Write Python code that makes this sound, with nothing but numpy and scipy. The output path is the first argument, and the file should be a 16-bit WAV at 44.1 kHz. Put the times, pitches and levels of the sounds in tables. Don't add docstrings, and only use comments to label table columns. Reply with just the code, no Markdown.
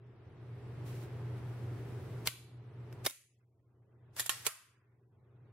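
import sys
import numpy as np
from scipy import signal
from scipy.fft import rfft, irfft
from scipy.io import wavfile
from scipy.ndimage import uniform_filter1d, minimum_filter1d

SR = 44100
rng = np.random.default_rng(int(sys.argv[2]) if len(sys.argv) > 2 else 0)


def put_to_file(sound):
    columns = np.atleast_2d(sound).T
    safe = np.clip(columns, -1, 1)
    whole_steps = np.round(safe * 32767)
    wavfile.write(sys.argv[1], SR, whole_steps.astype(np.int16))


def makeup_ratio(level_db):
    decades = np.asarray(level_db, float) / 20
    return 10 ** decades


N = 243431
TIME = np.arange(N) / SR

CONTACT_S = [
    [2.2725, 2.2731, 2.2752, 2.284],
    [2.9262],
    [3.0623, 3.0635, 3.0656, 3.0675, 3.0735, 3.098, 3.108],
    [4.1645, 4.1958, 4.1985, 4.2035, 4.2615],
    [4.2936, 4.2958, 4.2985],
    [4.4653, 4.4672, 4.4695],
]


def pistol():
    fall_a_s, reset_s, fall_b_s, back_s, stop_s, home_s = CONTACT_S
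    out = hammer_fall_a(fall_a_s)
    out += trigger_reset(reset_s)
    out += hammer_fall_b(fall_b_s)
    out += slide_back(back_s)
    out += slide_stop(stop_s)
    out += slide_home(home_s)
    return out + scrapes()


# [f/Hz, level/dB, t60/s]
FALL_A_HITS = [
    (-16.5, 14, 1.5, 1.5),
    (-15, 5.6, 5.5, 0),
    (-26.5, 30, -2.5, -1),
    (-34.5, 20, -3.5, 1),
]
FALL_A_TONE = [(350, -34.5), (600, -8), (1090, -12), (1670, -7.5), (2300, -4), (3400, -3.5), (3960, -4),
               (5290, -6), (5910, -13), (7700, -12), (12000, -9.5), (15800, -20.5), (16500, -40)]
FALL_A_TAIL = [(530, -36), (900, -15), (1050, -4), (1750, -10.5), (1950, -5.5), (3910, -1), (5610, -8.5),
               (11600, -5), (16000, -16.5)]
FALL_A_MODES = [(1060, -19, 0.016), (2118, 4, 0.032), (3780, -7, 0.025), (5000, -11, .03),
                (11500, -17, 0.018)]


def hammer_fall_a(times_s):
    return blow(times_s, FALL_A_HITS, FALL_A_TONE, FALL_A_TAIL, FALL_A_MODES,
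                ring_db=-14.5, wet_db=-32.5, stretch=0.94)


RESET_HITS = [
    (-50.5, 23, -1, 0),
]
RESET_TONE = [(880, -28), (1500, -2), (4570, -17), (5200, -8), (8260, -22), (12100, -13), (16500, -31)]


def trigger_reset(times_s):
    return blow(times_s, RESET_HITS, RESET_TONE, FALL_B_TAIL, [], ring_db=-40, wet_db=-27.5, stretch=0.57)


FALL_B_HITS = [
    (-16.5, 11, -1.5, -0.5),
    (-15, 3.8, -1.5, 2),
    (-22, 24, -1, -3),
    (-21.5, 11, -6, 4.5),
    (-34.5, 14, -5, 0),
    (-39, 27, -3, 2),
    (-38, 16, -3, 0.5),
]
FALL_B_TONE = [(150, -38), (250, -8), (1470, -4.5), (1940, -7.5), (2160, -3), (3290, -4.5), (3780, 2.5),
               (4130, -5), (5190, -2.5), (8330, -8.5), (11200, -2.5), (15100, -12), (16500, -23)]
FALL_B_TAIL = [(290, -53), (500, -29), (530, -12), (868, -16.5), (1080, -14.5), (2190, -4), (5550, -5.5),
               (10500, -0.5), (16000, -10.5)]
FALL_B_MODES = [(414, -8, 0.02), (1060, -8.5, .1), (1440, -1.5, 0.023), (1793, -4.5, .025),
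                (2140, -1.5, 0.05), (2302, -11, 0.11), (3637, -1, 0.03), (10000, -2, 0.044)]


def hammer_fall_b(times_s):
    return blow(times_s, FALL_B_HITS, FALL_B_TONE, FALL_B_TAIL, FALL_B_MODES,
                ring_db=-20, wet_db=-34.0, stretch=0.91)


BACK_HITS = [
    (-41.5, 25, -1.5, -1.8),
    (-19, 10, -5.5, -0.5),
    (-30, 59, 5.5, 0.83),
    (-27.5, 11, -17, -0.81),
    (-31, 29, -6, 4.5),
]
BACK_TONE = [(180, -41), (300, -14), (1580, -8.5), (1870, -5.5), (2520, -11.5), (3770, -6.5), (5830, -6),
             (6450, -6.5), (7380, -5.5), (8160, -10.5), (11800, -1.5), (15400, -21.5), (16500, -28)]
BACK_TAIL = [(290, -44.5), (500, -10.5), (1870, -0.5), (2040, -5), (3750, 0), (5470, -9), (7100, 0.5),
             (14200, -4), (16000, -19)]
BACK_MODES = [(1900, -8, 0.078), (7160, -5, 0.092), (7350, -5.5, 0.09), (10140, 6.5, .03)]


def slide_back(times_s):
    return blow(times_s, BACK_HITS, BACK_TONE, BACK_TAIL, BACK_MODES,
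                ring_db=-16.5, wet_db=-25.5, stretch=1.0)


STOP_HITS = [
    (-16, 18, -4, -0.83),
    (-31, 5.6, -4, -0.4),
    (-34, 38, -2, 1),
]
STOP_TONE = [(290, -49), (500, -15), (753, -12), (1050, -12), (1590, -6.5), (1840, -3), (2160, -6.5),
             (3770, 2.5), (4970, -21.5), (7270, -3.5), (12000, -5), (15300, -16), (16500, -40.5)]
STOP_TAIL = [(290, -41.5), (500, -12), (868, -11.5), (1770, -1), (2100, -5), (2980, -5), (10200, -6.5),
             (14200, -9.5), (16000, -42.5)]
STOP_MODES = [(384, -13.5, 0.028), (1080, -7.5, 0.13), (1400, -5, 0.067), (1842, -4.5, .04),
              (2480, -6, 0.029), (3140, 1, 0.046), (3870, -2.5, .04), (7170, -6.5, 0.095),
              (9250, -3.5, .06), (10400, -2, 0.021)]


def slide_stop(times_s):
    return blow(times_s, STOP_HITS, STOP_TONE, STOP_TAIL, STOP_MODES,
                ring_db=-18, wet_db=-25.5, stretch=0.82)


HOME_HITS = [
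    (-20, 20, -11, 0.9),
    (-26, 4.9, 11, 0.93),
    (-24.5, 35, -3.5, -1),
]
HOME_TONE = [(260, -27.5), (450, 0.5), (1050, -9), (1250, -13.5), (2360, 1.5), (3710, -4.5), (4720, -0.5),
             (5170, -9.5), (6990, 1), (8760, -2), (9740, 0.5), (15800, -12), (16500, -34)]
HOME_TAIL = [(290, -46.5), (500, -20), (659, 1), (729, -17.5), (1050, 2), (4730, -4.5), (5090, -6),
             (9770, 1), (16000, -12)]
HOME_MODES = [(400, -5.5, .025), (1340, -5, 0.14), (1540, -17.5, .3), (4830, -3, 0.05), (7040, 5.5, .05),
              (7160, -20, .25), (10070, -3, .05)]


def slide_home(times_s):
    return blow(times_s, HOME_HITS, HOME_TONE, HOME_TAIL, HOME_MODES,
                ring_db=-18, wet_db=-28.5, stretch=0.92)


# [start t/s, landing t/s, start level/dB, landing level/dB]
SCRAPES = [
    (2.259, 2.271, -44.5, -39.5),
    (3.05, 3.061, -42, -39),
    (4.135, 4.16, -77, -66.5),
    (4.166, 4.194, -50, -41),
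    (4.262, 4.269, -44.5, -44),
    (4.36, 4.448, -57, -56.5),
    (4.452, 4.464, -42.5, -39.5),
]
# [f/Hz, level/dB per Hz]
SCRAPE_TONE = [(240, -38.5), (400, -8.5), (1390, -2.5), (3650, -5), (4070, -8), (4530, -4.5), (10200, -5.5),
               (15500, -11.5), (16500, -29)]


def scrapes():
    gain = strokes(SCRAPES, rise_db_s=2200, fall_db_s=7000)
    return gain * diffuse(N + 1, SCRAPE_TONE, spiky_db=2.0)[:, :N]


def blow(times_s, hits, tone, tail, modes, ring_db, wet_db, stretch):
    start, size, brief = int(times_s[0] * SR), 24576, 4096
    sound, ticks = np.zeros((2, size)), np.zeros(size)
    for s, (db, t60_ms, pan_db, tilt_db) in zip(times_s, hits):
        at = int(s * SR) - start
        t60_ms = max(t60_ms, 1)
        tilted = [(hz, d + tilt_db * np.log2(hz / 4000)) for hz, d in tone]
        level_db = db - 2.5 + np.array([[pan_db], [-pan_db]]) / 2
        sound[:, at:at + brief] += colour(chatter(brief, t60_ms), tilted) * makeup_ratio(level_db)
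        ticks[at + 8] = makeup_ratio(db) * np.sqrt(t60_ms / 15)
    sound += ringing(ticks, modes, ring_db)
    out = np.zeros((2, N + size))
    out[:, start:start + size] = sound + makeup_ratio(wet_db) * room(ticks, tail, stretch)
    return out[:, :N]


def chatter(size, t60_ms):
    age_s = np.arange(size) / SR
    direct = rng.standard_normal(size) * makeup_ratio(0.67 * rng.exponential(size=size))
    noise = 0.69 * np.array([np.roll(direct, 2), direct])
    noise = noise + 0.82 * diffuse(size, [(100, 0.0054), (16000, 0.0022)])
    out = (1 - np.exp(-age_s / 0.00015)) * makeup_ratio(-60e3 * age_s / t60_ms) * noise
    out[:, [10, 8]] += 0.73 * np.eye(2)
    return out


def ringing(ticks, modes, ring_db):
    out = np.zeros((2, len(ticks)))
    for hz, db, t60_s in modes:
        pole = np.exp(2j * np.pi * hz / SR - np.log(1000) / (t60_s * SR))
        phase = np.exp(2j * np.pi * rng.random((2, 1)) * min(hz / 12000, .45))
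        out += makeup_ratio(ring_db + db) * (phase * signal.lfilter([1], [1, -pole], ticks)).imag
    return out


# [f/Hz, t60/s]
ROOM_T60 = [(250, 0.14), (700, 0.49), (1500, 0.51), (3000, 0.58), (6000, 0.52), (10000, 0.44),
            (13000, 0.41), (16000, .2)]


def room(ticks, tail, stretch):
    size = len(ticks)
    spectrum, out = rfft(diffuse(size, tail)), 0
    ripple = uniform_filter1d(rng.standard_normal(size // 2 + 1), size=40)
    spectrum = spectrum * makeup_ratio(2.6 * unit(ripple))
    octave = np.log2(np.arange(size // 2 + 1) * SR / size + 1)
    t = np.arange(size) / SR
    onset = ((1 - np.exp(-t / 0.00059)) * (1 + 1.3 * np.exp(-t / 0.018))) ** 2
    onset = onset * makeup_ratio(25 * t)
    for centre in np.arange(8, 14.4, 1 / 3):
        window = np.cos(np.pi / 2 * np.clip(3 * (octave - centre), -1, 1)) ** 2
        band = irfft(spectrum * window, size)
        t60_s = (.92 + .16 * rng.random()) * stretch * on_log(2 ** centre, ROOM_T60)
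        decay = onset * makeup_ratio(-120 * t / t60_s)
        power = 0
        for at in np.flatnonzero(ticks):
            power = power + np.roll(decay, at) * (np.arange(size) >= at) * ticks[at] ** 2
        out = out + band * np.sqrt(power)
    return out


# [start t/s, end t/s, start level/dB, end level/dB]
PALM = [
    (.865, 1.035, -61.5, -61.5),
    (1.38, 1.4, -68, -77),
    (1.45, 1.7, -73, -73),
    (1.7, 2.24, -72, -69),
]
FINGER = [
    (3.405, 3.435, -80.5, -87.5),
    (4.62, 4.95, -74, -84.5),
]
# [f/Hz, level/dB per Hz]
PALM_TONE = [(600, -26), (1200, 2.5), (3000, 0), (8000, -5), (12000, -5), (16000, -10.5)]


def hands():
    rise_db_s, lift_db_s = 550, 310.5
    finger_tone = [(700, -36), (1000, -8.5), (2100, -9), (2800, -18), (4500, -61)]  # f/Hz, level/dB per Hz
    palm_gain = strokes(PALM, rise_db_s, lift_db_s) * makeup_ratio(1.1 * walk(40))
    palm = palm_gain * diffuse(N + 1, PALM_TONE)[:, :N]
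    return palm + strokes(FINGER, rise_db_s, lift_db_s) * diffuse(N + 1, finger_tone)[:, :N]


# [f/Hz, level/dB per Hz]
VENT_TONE = [(15, -56.5), (25, -26.5), (53, -25), (104, -2), (119, -7), (130, -4.5), (184, -18), (231, -17),
             (265, -21), (291, -18), (401, -13.5), (516, -23.5), (579, -24.5), (2040, -35), (6000, -52),
             (7800, -86), (13200, -120)]


def ventilation():
    hum_hz, hum_db, vent_db = 120.6, -44, -42.5
    hum = np.sqrt(2) * np.sin(2 * np.pi * hum_hz * TIME + 0.1 * walk(3.7))
    hum = hum * makeup_ratio(hum_db + 0.65 * walk(4) + 2.0 * walk(16))
    return makeup_ratio(vent_db - 3.5 + 0.59 * walk(1.6)) * diffuse(N + 1, VENT_TONE)[:, :N] + hum


# [f/Hz, level/dB per Hz]
HISS_TONE = [(1000, -8.5), (4000, -5), (8000, 0), (12000, -3), (16000, -7)]


def hiss():
    return makeup_ratio(-74) * diffuse(N + 1, HISS_TONE)[:, :N]


# [t/s, level/dB]
DUCKS = [
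    (0, -15.5),
    (2.299, -15.5),
    (3.1, -35.5),
    (4.225, -23.5),
    (4.5, -34),
]


def gain_control():
    creep_db_s, duck_db_s = 17.5, 699.5
    dips = [db + np.where(TIME > s, creep_db_s * (TIME - s), duck_db_s * (s - TIME)) for s, db in DUCKS]
    return makeup_ratio(np.minimum(np.min(dips, axis=0), 0))


def brief_dip(blow_s):
    dip_db, from_s, until_s, slope_db_s = -9, .0062, .0026, 4500
    away_s = np.maximum(blow_s - from_s - TIME, TIME - blow_s + until_s)
    return makeup_ratio(np.minimum(dip_db + slope_db_s * np.maximum(away_s, 0), 0))


def strokes(rows, rise_db_s, fall_db_s):
    levels_db = []
    for start_s, end_s, start_db, end_db in rows:
        drift_db = np.interp(TIME, [start_s, max(end_s, start_s + 1e-4)], [start_db, end_db])
        rise_db = rise_db_s * np.clip(start_s - TIME, 0, None)
        fall_db = fall_db_s * np.clip(TIME - end_s, 0, None)
        levels_db.append(drift_db - rise_db - fall_db)
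    return makeup_ratio(np.max(levels_db, axis=0).clip(-200))


# [f/Hz, likeness/1]
LIKENESS = [(60, 1), (130, 0.97), (290, 0.91), (640, 0.79), (1410, 0.5), (3100, 0.2), (6820, -0.11),
            (15000, 0.4)]


def diffuse(size, tone, spiky_db=0.):
    hz = np.arange(size // 2 + 1) * SR / size
    alike = np.clip(on_log(hz, LIKENESS), -.99, .99)
    mid, side = rfft(rng.standard_normal((2, size)) * makeup_ratio(spiky_db * rng.exponential(size=size)))
    mid, side = mid * np.sqrt(1 + alike), side * np.sqrt(1 - alike)
    return unit(irfft(np.array([mid + side, mid - side]) * makeup_ratio(on_log(hz, tone)), size))


def colour(x, tone):
    cep = irfft(np.log(makeup_ratio(on_log(np.arange(1025) * SR / 2048, tone))))
    cep[1:1024] *= 2
    cep[1025:] = 0
    taps = irfft(np.exp(rfft(cep)))[:1024]
    taps = taps / np.linalg.norm(taps)
    return signal.fftconvolve(x, taps[None], axes=1)[:, :x.shape[1]]


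def walk(rate_hz):
    k = int(SR / rate_hz)
    steps = np.repeat(rng.standard_normal(N // k + 1), k)
    return unit(uniform_filter1d(uniform_filter1d(steps, k), k)[:N])


def on_log(hz, table):
    table_hz, value = np.array(table).T
    return np.interp(np.log(hz + 1), np.log(table_hz), value)


def unit(x):
    return x / np.sqrt(np.mean(x ** 2))


def scene():
    slide_stop_s = CONTACT_S[4][0]
    return brief_dip(slide_stop_s) * pistol() + hands() + gain_control() * (ventilation() + hiss())


# [f/Hz, level/dB]
FAINTEST = [(300, -122), (600, -108), (1000, -103), (2000, -103), (3200, -107), (4500, -105), (8000, -106),
            (16000, -107)]


def drop_faint_lines(x):
    hz, _, lines = signal.stft(x, SR, "cosine", 2048, 1024)
    strongest = -minimum_filter1d(-np.abs(lines), size=5, axis=1)
    patchy = np.repeat(rng.standard_normal((65, lines.shape[2])), 16, axis=0)[:len(hz)]
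    step = makeup_ratio(on_log(hz, FAINTEST)[:, None] + 4.8 * patchy)
    lines *= (strongest > step) & (np.abs(lines) > step * makeup_ratio(-5))
    return signal.istft(lines, SR, "cosine", 2048, 1024)[1][:, :N]


def roll_off(x):
    return signal.sosfilt(signal.butter(12, 16650, fs=SR, output="sos"), x)


def record(dry):
    round_off, top_hz, rounding_db = .25, 15800, -101
    x = round_off * np.tanh(dry / round_off)
    x = signal.sosfilt(signal.ellip(8, .3, 30, top_hz, fs=SR, output="sos"), x)
    x = drop_faint_lines(x)
    x = x + makeup_ratio(rounding_db) * rng.standard_normal(x.shape)
    return roll_off(x)


dry = scene()
out = record(dry)
put_to_file(out)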